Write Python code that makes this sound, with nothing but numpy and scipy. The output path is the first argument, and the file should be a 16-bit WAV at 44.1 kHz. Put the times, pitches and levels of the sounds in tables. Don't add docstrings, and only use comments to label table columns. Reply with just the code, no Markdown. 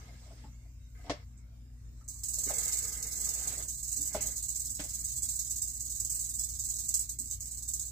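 import sys
import numpy as np
from scipy import signal
from scipy.io import wavfile
from scipy.ndimage import uniform_filter1d

SR = 44100
rng = np.random.default_rng(int(sys.argv[2]) if len(sys.argv) > 2 else 0)


def generate_wav(signal):
    frames = np.transpose(np.atleast_2d(signal))
    scaled = np.clip(frames, -1, 1) * 32767
    pcm = np.round(scaled).astype(np.int16)
    wavfile.write(sys.argv[1], SR, pcm)


def field_ratio(decibels):
    return 10 ** (np.asarray(decibels, dtype=float) / 20)


N = 348831


def evened(x):
    return x / np.sqrt(np.mean(x ** 2) + 1e-20)


def smooth(x, size, axis=-1):
    return uniform_filter1d(x, size=size, axis=axis)


def read(points, hz):
    f, value = np.transpose(points)
    return np.interp(np.log(hz + 1), np.log(f + 1), value)


def curve(rows, col):
    rows = np.array(rows)
    return np.interp(np.arange(N) / SR, rows[:, 0], rows[:, col], -140.0, -140.0)


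def add(mix, s, sound):
    part = mix[..., round(s * SR):][..., :sound.shape[-1]]
    part += sound[..., :part.shape[-1]]


def colour(x, points):
    hz = abs(np.fft.fftfreq(4096, 1 / SR))
    log_gain = np.log(field_ratio(np.maximum(read(points, hz), -100)))
    phase = -signal.hilbert(log_gain).imag
    taps = np.fft.ifft(np.exp(log_gain + 1j * phase)).real[:2048]
    return signal.oaconvolve(x, taps)[:len(x)]


def resonate(x, hz, width):
    r = np.exp(-np.pi * width / SR)
    return 2 * signal.lfilter([1 - r], [1, -r * np.exp(2j * np.pi * hz / SR)], x).real


def resonant_noise(x, hz, width):
    return evened(resonate(resonate(x, hz, width), hz, width))


# (frequency [Hz], correlation [-1 to 1])
LIKENESS = [(60, 0.93), (150, 0.62), (380, 0.85), (950, -0.25), (2380, 0.069), (5980, -0.31),
            (15000, -0.002)]


def correlated(left, other, hz):
    same = np.clip(read(LIKENESS, hz), -1, 1)[:, None]
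    return np.array([left, same * left + np.sqrt(1 - same ** 2) * other])


def hiss(points, patchy_db, size=1024):
    hop, hz = size // 4, np.fft.rfftfreq(size, 1 / SR)
    a, b, c, d, patches = rng.standard_normal((N // hop + 5, len(hz), 5)).T
    patches = evened(smooth(smooth(patches, 10, axis=0), 10, axis=1))
    z = correlated(a + 1j * b, c + 1j * d, hz)
    z *= field_ratio(read(points, hz)[:, None] + patchy_db * patches)
    return signal.istft(z, nperseg=size, noverlap=size - hop)[1][:, :N]


# (frequency [Hz], density [dB per Hz])
AIR_SPECTRUM = [(22, -33), (35, -42), (45, -5), (100, -4.5), (180, -13), (290, -16.5), (360, -29),
                (600, -31.5), (1500, -34.5), (2300, -34.5), (3200, -41), (7500, -36), (9500, -47),
                (15000, -41.5), (16000, -33)]
# (frequency [Hz], level [dB])
MOTOR_HUM = [(58.3, -50.5), (119.9, -60), (192, -93.5), (239.8, -71)]
# (frequency [Hz], width [Hz], level [dB])
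DUCT_RUMBLE = [(48.25, 8, -57), (87.8, 24.4, -59.5), (145, 31, -77)]


def house():
    air = hiss(AIR_SPECTRUM, patchy_db=4.0, size=2048)
    upper = signal.sosfilt(signal.butter(4, 150, "high", fs=SR, output="sos"), air)
    t = np.arange(N) / SR
    hum = sum(field_ratio(db) * np.sqrt(2) * np.sin(2 * np.pi * hz * t) for hz, db in MOTOR_HUM)
    rumble = sum(field_ratio(db) * resonant_noise(rng.standard_normal(N), hz, width) for hz, width, db in DUCT_RUMBLE)
    return field_ratio(-64.5) * air / upper.std() + hum + rumble


# (time [s], level [dB])
BRUSH_LEVEL = [
    (0.0, -66),
    (0.29, -65.5),
    (0.82, -78),
    (1.02, -68),
    (1.37, -79),
    (1.5, -115),
    (1.79, -75),
    (2.02, -69),
    (2.1, -86),
]
# (frequency [Hz], density [dB per Hz])
BRUSH_SPECTRUM = [(1470, -52), (2500, -48), (4020, -4), (4690, 0.5), (7530, 10), (9290, -5), (14900, -4),
                  (16000, -2)]


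def brush():
    return field_ratio(curve(BRUSH_LEVEL, 1) + 2.0) * evened(hiss(BRUSH_SPECTRUM, patchy_db=4.5))


# (time [s], level [dB], squeak over rub [dB])
STROKES = [
    [(0.0, -61.5, -2), (0.33, -64, -20), (0.454, -64.5, -10), (0.62, -86, -14)],
    [(0.95, -75, 9), (1.068, -60.5, -5), (1.098, -57, -3), (1.112, -47, 1), (1.16, -66, -2),
     (1.24, -68, -1)],
    [(2.28, -71, -4), (2.336, -71, -69), (2.488, -53.5, -1), (2.644, -54, 0), (3.126, -59.5, -1),
     (3.5, -48.5, -22), (3.63, -51, -17), (3.75, -92, -11)],
    [(3.9, -77, -9), (3.98, -73, -19), (4.14, -56, -3), (4.16, -46.5, -11), (4.3, -55.5, -9),
     (4.42, -78, -1.5)],
    [(4.79, -54, -6), (4.805, -51, -23), (4.88, -67.5, -3), (4.954, -69.5, 0), (5.1, -73.5, 3)],
]
# (frequency [Hz], density [dB per Hz])
RUB_SPECTRUM = [(100, -3.5), (250, -7.5), (450, -8.5), (660, -5.5), (850, -9.5), (2200, -15.5), (3500, -13),
                (5500, -10.5), (9000, -75)]
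# (frequency [Hz], width [Hz], level [dB])
SQUEAK_MODES = [(456, 52, -1.5), (854, 47, -16), (1262, 90, -2), (1684, 420, 2.5), (2084, 305, 7),
                (2560, 1800, -2)]


def slides():
    grit = field_ratio(0.21 * evened(smooth(rng.standard_normal(N), 500)))
    rub = evened(hiss(RUB_SPECTRUM, patchy_db=2.5, size=512)) * grit
    squeak = evened(sum(field_ratio(db) * resonant_noise(rub, hz, width) for hz, width, db in SQUEAK_MODES))
    return sum(field_ratio(curve(rows, 1)) * (rub + field_ratio(curve(rows, 2)) * squeak) for rows in STROKES)


# (frequency [Hz], decay time t60 [s])
ROOM_DECAY = [(200, 0.065), (1000, 0.24), (4000, 0.23), (8000, 0.14), (16000, 0.21)]


def tail():
    taps = np.zeros((2, SR // 4))
    slots = np.arange(150, SR // 4 - 20, 20)
    at = slots + rng.integers(0, 20, (2, len(slots)))
    np.put_along_axis(taps, at, rng.choice([-1., 1.], at.shape), 1)
    hz, t, z = signal.stft(taps, SR, nperseg=256)
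    z = correlated(z[0], z[1], hz)
    decay = field_ratio(-60 * t / read(ROOM_DECAY, hz)[:, None])
    taps = signal.istft(z * decay, SR, nperseg=256)[1]
    return taps / np.linalg.norm(taps[0])


def room(x, wet_db):
    return x + field_ratio(wet_db) * signal.oaconvolve(x, tail(), axes=1)[:, :N]


def ring_of(modes, contact, pitch):
    t = np.arange(len(contact)) / SR
    response = sum(field_ratio(db - 60 * t / t60) * np.sin(2 * np.pi * hz * pitch * t) for hz, db, t60 in modes)
    onset = 1 - np.exp(-t / 0.0012)
    sound = signal.fftconvolve(response * onset, contact)[:len(t)]
    return sound / abs(sound).max()


# (time [s], peak [dB], pitch factor)
FINGER_TAPS = [(0.085, -54, 1.03), (0.264, -57, 1.01), (0.308, -51.5, 1.01), (0.647, -66, 1.04),
               (0.988, -60, 1.14), (1.042, -51, 1.07), (1.066, -46.5, 1.12), (2.376, -56.5, 0.91),
               (4.209, -55, 1.23), (4.245, -50, 0.96), (4.284, -66, 1.1), (4.839, -51.5, 1),
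               (0.441, -49.5, 1.35), (2.0113, -62.5, 2)]
# (time [s], peak [dB], thud [dB], pitch factor)
RIM_SNAPS = [
    (1.115, -36, -10, 0.99),
    (2.469, -41, -1, 0.6),
    (2.498, -41.5, -5, 1.3),
    (2.506, -33, -18, 1.01),
    (2.514, -36.5, -27, 0.87),
    (4.168, -37, -26, 0.97),
]
# (time [s], peak [dB], crack [dB], thud [dB], pitch factor)
HAND_BLOWS = [
    (1.099, -25, -12, -5, 1.002),
    (4.1494, -28, -18, -9.5, 1.002),
    (4.797, -40.5, -2.5, 3, 0.99),
]
# (time [s], peak [dB], thud [dB], contact [s], pitch factor)
TUB_SETTLES = [
    (2.521, -43, -15, 0.033, .85),
    (3.971, -61, 14, 0.06, .65),
]


def contacts():
    rows = [(s, db, -15, -4.5, 0.024, pitch) for s, db, pitch in FINGER_TAPS]
    for s, db, crack_db, thud_db, pitch in HAND_BLOWS:
        rows.append((s, db, crack_db, thud_db, 0.0014, pitch))
        rows.append((s + 0.0052, db - 0.7, crack_db, thud_db, 0.0014, pitch))
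    rows += [(s, db, -13, thud_db, 0.0021, pitch) for s, db, thud_db, pitch in RIM_SNAPS]
    rows += [(s, db, -26, thud_db, length, pitch) for s, db, thud_db, length, pitch in TUB_SETTLES]
    return rows


# (frequency [Hz], level [dB], decay time t60 [s])
WALL_MODES = [(420, -5, 0.071), (657, 4.5, 0.043), (617, 6, 0.043), (797, -1, 0.05), (970, -5, 0.034),
              (1380, -12.5, 0.038), (2060, -10, 0.023)]
# (frequency [Hz], level [dB], decay time t60 [s])
FLOOR_MODES = [(136, -12, 0.23), (224, 5, 0.041), (305, 2.5, 0.068)]
# (frequency [Hz], density [dB per Hz])
CRACK_SPECTRUM = [(590, -28), (1000, -19), (1890, -10.5), (2070, -12), (3070, -13.5), (5560, -13),
                  (9650, -31), (12000, -43), (15600, -47), (22000, -120)]


def knocks():
    body, cracks, t = np.zeros(N), np.zeros((2, N)), np.arange(SR // 6) / SR
    for s, db, crack_db, thud_db, length, pitch in contacts():
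        start = s - 0.0025
        chance = rng.standard_normal((3, len(t)))
        contact = chance[0] * np.exp(-(t / length) ** 4)
        crack = evened(np.array([colour(c, CRACK_SPECTRUM) for c in chance[1:]])) * np.exp(-t / 0.015)
        add(body, start, field_ratio(db) * ring_of(WALL_MODES, contact, pitch))
        add(body, start, field_ratio(db + thud_db) * ring_of(FLOOR_MODES, contact, 0.91))
        add(cracks, start, field_ratio(db + crack_db) * crack)
    return room(body + cracks, wet_db=-8.0)


# (start [s], swings [count], first peak [dB], change per swing [dB])
SHAKING_BOUTS = [(2.082, 3, -32, -4), (2.236, 6, -26, 1.2), (2.536, 4, -23, 0.9), (2.723, 6, -21.5, -1.24),
                 (3.022, 5, -26.5, 0.45), (3.243, 5, -22.5, -1.06), (3.473, 4, -27.5, -0.24),
                 (3.679, 3, -27.5, -1.5), (3.827, 5, -26, 0.2), (4.054, 2, -25, 0), (4.209, 3, -22, -4),
                 (4.361, 3, -25.5, 0.15), (4.549, 7, -24.5, -0.8), (4.887, 3, -25.5, -0.5),
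                 (5.038, 3, -24, -2.7), (5.16, 2, -25, 3.5), (5.286, 4, -24, -0.6), (5.5, 5, -23, -1.2),
                 (5.794, 2, -26, -4), (5.897, 4, -25.5, 0), (6.098, 6, -23, -0.8), (6.385, 4, -24.5, -1.5),
                 (6.591, 6, -25.5, -0.1), (6.885, 2, -26, 4.5), (6.994, 2, -26, -13.5),
                 (7.092, 1, -29.5, 0.1), (7.187, 2, -27.5, -3.5), (7.301, 1, -26.5, 0.1),
                 (7.402, 5, -28.5, -1.33), (7.678, 4, -27, -0.3)]


def swings():
    rows = []
    ends = [bout[0] for bout in SHAKING_BOUTS[1:]] + [7.912]
    for (s, count, first_db, step_db), end in zip(SHAKING_BOUTS, ends):
        k = np.arange(max(round(count), 1))
        gap = (end - s) / len(k)
        db = first_db + step_db * k - 2 * (k % 2)
        hold = min(0.55 * gap, 0.034) * np.exp(-0.03 * (db + 25))
        rows += zip(s + k * gap, db, hold, np.full(len(k), -1.7))
    return rows


# (time [s], peak [dB])
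LOOSE_TICKS = [
    (1.3733, -52.5),
    (1.6392, -83),
    (2.042, -52),
]


def swing_force():
    rise_s, sag_s, fall_s = 0.0011, 0.056, 0.023
    force, bright, t = np.full(N, 1e-6), np.full(N, 1e-6), np.arange(SR // 6) / SR
    for s, db, length, bright_db in swings() + [(s, db, 0.001, -16) for s, db in LOOSE_TICKS]:
        held = np.exp(-t / sag_s - np.maximum(t - length, 0) / fall_s)
        first_clash = 1 + 0.42 * np.exp(-t / 0.0091)
        shape = (1 - np.exp(-t / rise_s)) * held * first_clash
        add(force, s - 0.003, field_ratio(db) * shape)
        add(bright, s - 0.003, field_ratio(db + bright_db) * shape)
    return force, bright


def near(db, count=8):
    taps, at = np.zeros((2, 320)), rng.integers(8, 320, (2, count))
    echoes = field_ratio(db) * rng.choice([-1., 1.], at.shape) * np.exp(-at / 500.0)
    np.put_along_axis(taps, at, echoes, 1)
    taps[:, 0] = 1
    return taps


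SEGMENT_RING = [5440, 6450, 6390, 6690, 6870, 7130, 7670, 7500, 7780, 7840, 8040, 8270]
# (frequency [Hz], density [dB per Hz])
SHELL_SPECTRUM = [(1500, -39.5), (2500, -35), (3400, -28), (4000, -19.5), (5500, -19.5), (6600, -10),
                  (7100, -11), (7750, -5.5), (8700, -13.5), (10000, -16.5), (11300, -19), (13400, -16),
                  (15200, -13.5), (16000, -19.5)]


def segment_paths():
    u, paths = np.arange(400) / SR, []
    for hz in SEGMENT_RING:
        ring = np.exp(-u / 0.0012) * np.cos(2 * np.pi * hz * u) * 0.12 + (u == 0)
        path = field_ratio(-1.5) * 2.37 * tail()
        add(path, 0, near(db=-3.0))
        paths.append([colour(signal.fftconvolve(port, ring), SHELL_SPECTRUM) for port in path])
    return np.array(paths) / np.sqrt(np.sum(np.square(paths)) / (2 * len(paths)))


def rattle(ticks_per_s=1900.0, spread_db=4.0, clump_db=2.5):
    force, bright = swing_force()
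    ticks = field_ratio(spread_db * np.minimum(rng.exponential(1, N), 3.9)) * (rng.random(N) < ticks_per_s / SR)
    clumps = evened(smooth(smooth(rng.standard_normal(N), 130), 60))
    ticks = ticks * field_ratio(clump_db * np.clip(clumps, -3, 1.5)) * rng.choice([-1., 1.], N)
    ticks = force * evened(ticks)
    drift = np.round(1.7 * evened(smooth(clumps[::-1], 1500)))
    last = len(SEGMENT_RING) - 1
    segment = np.clip(rng.integers(0, last + 1, N) + drift, 0, last)
    clatter = np.zeros((2, N))
    for k, path in enumerate(segment_paths()):
        clatter += signal.oaconvolve((ticks * (segment == k))[None], path)[:, :N]
    top = signal.sosfiltfilt(signal.butter(4, 10500, "high", fs=SR, output="sos"), clatter)
    left, right = field_ratio(-7.0) * (clatter + top * (bright / force - 1))
    return np.array([np.roll(left, shift=6), right])


def scene():
    return house() + brush() + slides() + knocks() + rattle()


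# (frequency [Hz], depth [dB])
GATE_DEPTH = [(700, 60), (1000, 39), (2000, 38), (2400, 29), (3000, 24.5), (3600, 18), (4400, 16),
              (5000, 60), (9800, 60), (10400, 19), (12400, 18), (13000, 60)]


def gated(x, unsure_db=4.5):
    hz, t, z = signal.stft(x, SR, nperseg=2048, noverlap=1536)
    bands = (abs(z[:, :1024]) ** 2).mean(axis=0).reshape(128, 8, -1).mean(axis=1)
    rattle_power = bands[36:52].mean(axis=0)
    under_db = 10 * np.log10(smooth(rattle_power / (bands + 1e-20), 3, axis=1))
    chance = evened(smooth(rng.standard_normal((len(t), 128)).T, 5, axis=1))
    kept = under_db + unsure_db * chance < read(GATE_DEPTH, hz[4:1024:8])[:, None]
    z[:, :1024] *= np.repeat(kept, 8, axis=0)
    return signal.istft(z, SR, nperseg=2048, noverlap=1536)[1][:, :N]


def top_cut(x):
    return signal.sosfilt(signal.butter(12, 16300, fs=SR, output="sos"), x)


# (frequency [Hz], left minus right [dB])
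PORT_DIFFERENCE = [(60, 1.5), (700, 1), (1300, 5), (2400, 2), (4400, -1.5), (7000, -8.5), (9000, -4),
                   (11500, 5), (13000, -5), (15500, -3.5)]


def record(dry):
    ports = []
    for x, side in zip(dry, (1, -1)):
        ports.append(colour(x, [(hz, side * db / 2) for hz, db in PORT_DIFFERENCE]))
    low_pass = signal.firwin(511, 15480, window=("kaiser", 9), fs=SR)
    limited = signal.oaconvolve(np.array(ports), low_pass[None], "same")
    return top_cut(gated(limited))


dry = scene()
out = record(dry)
generate_wav(out)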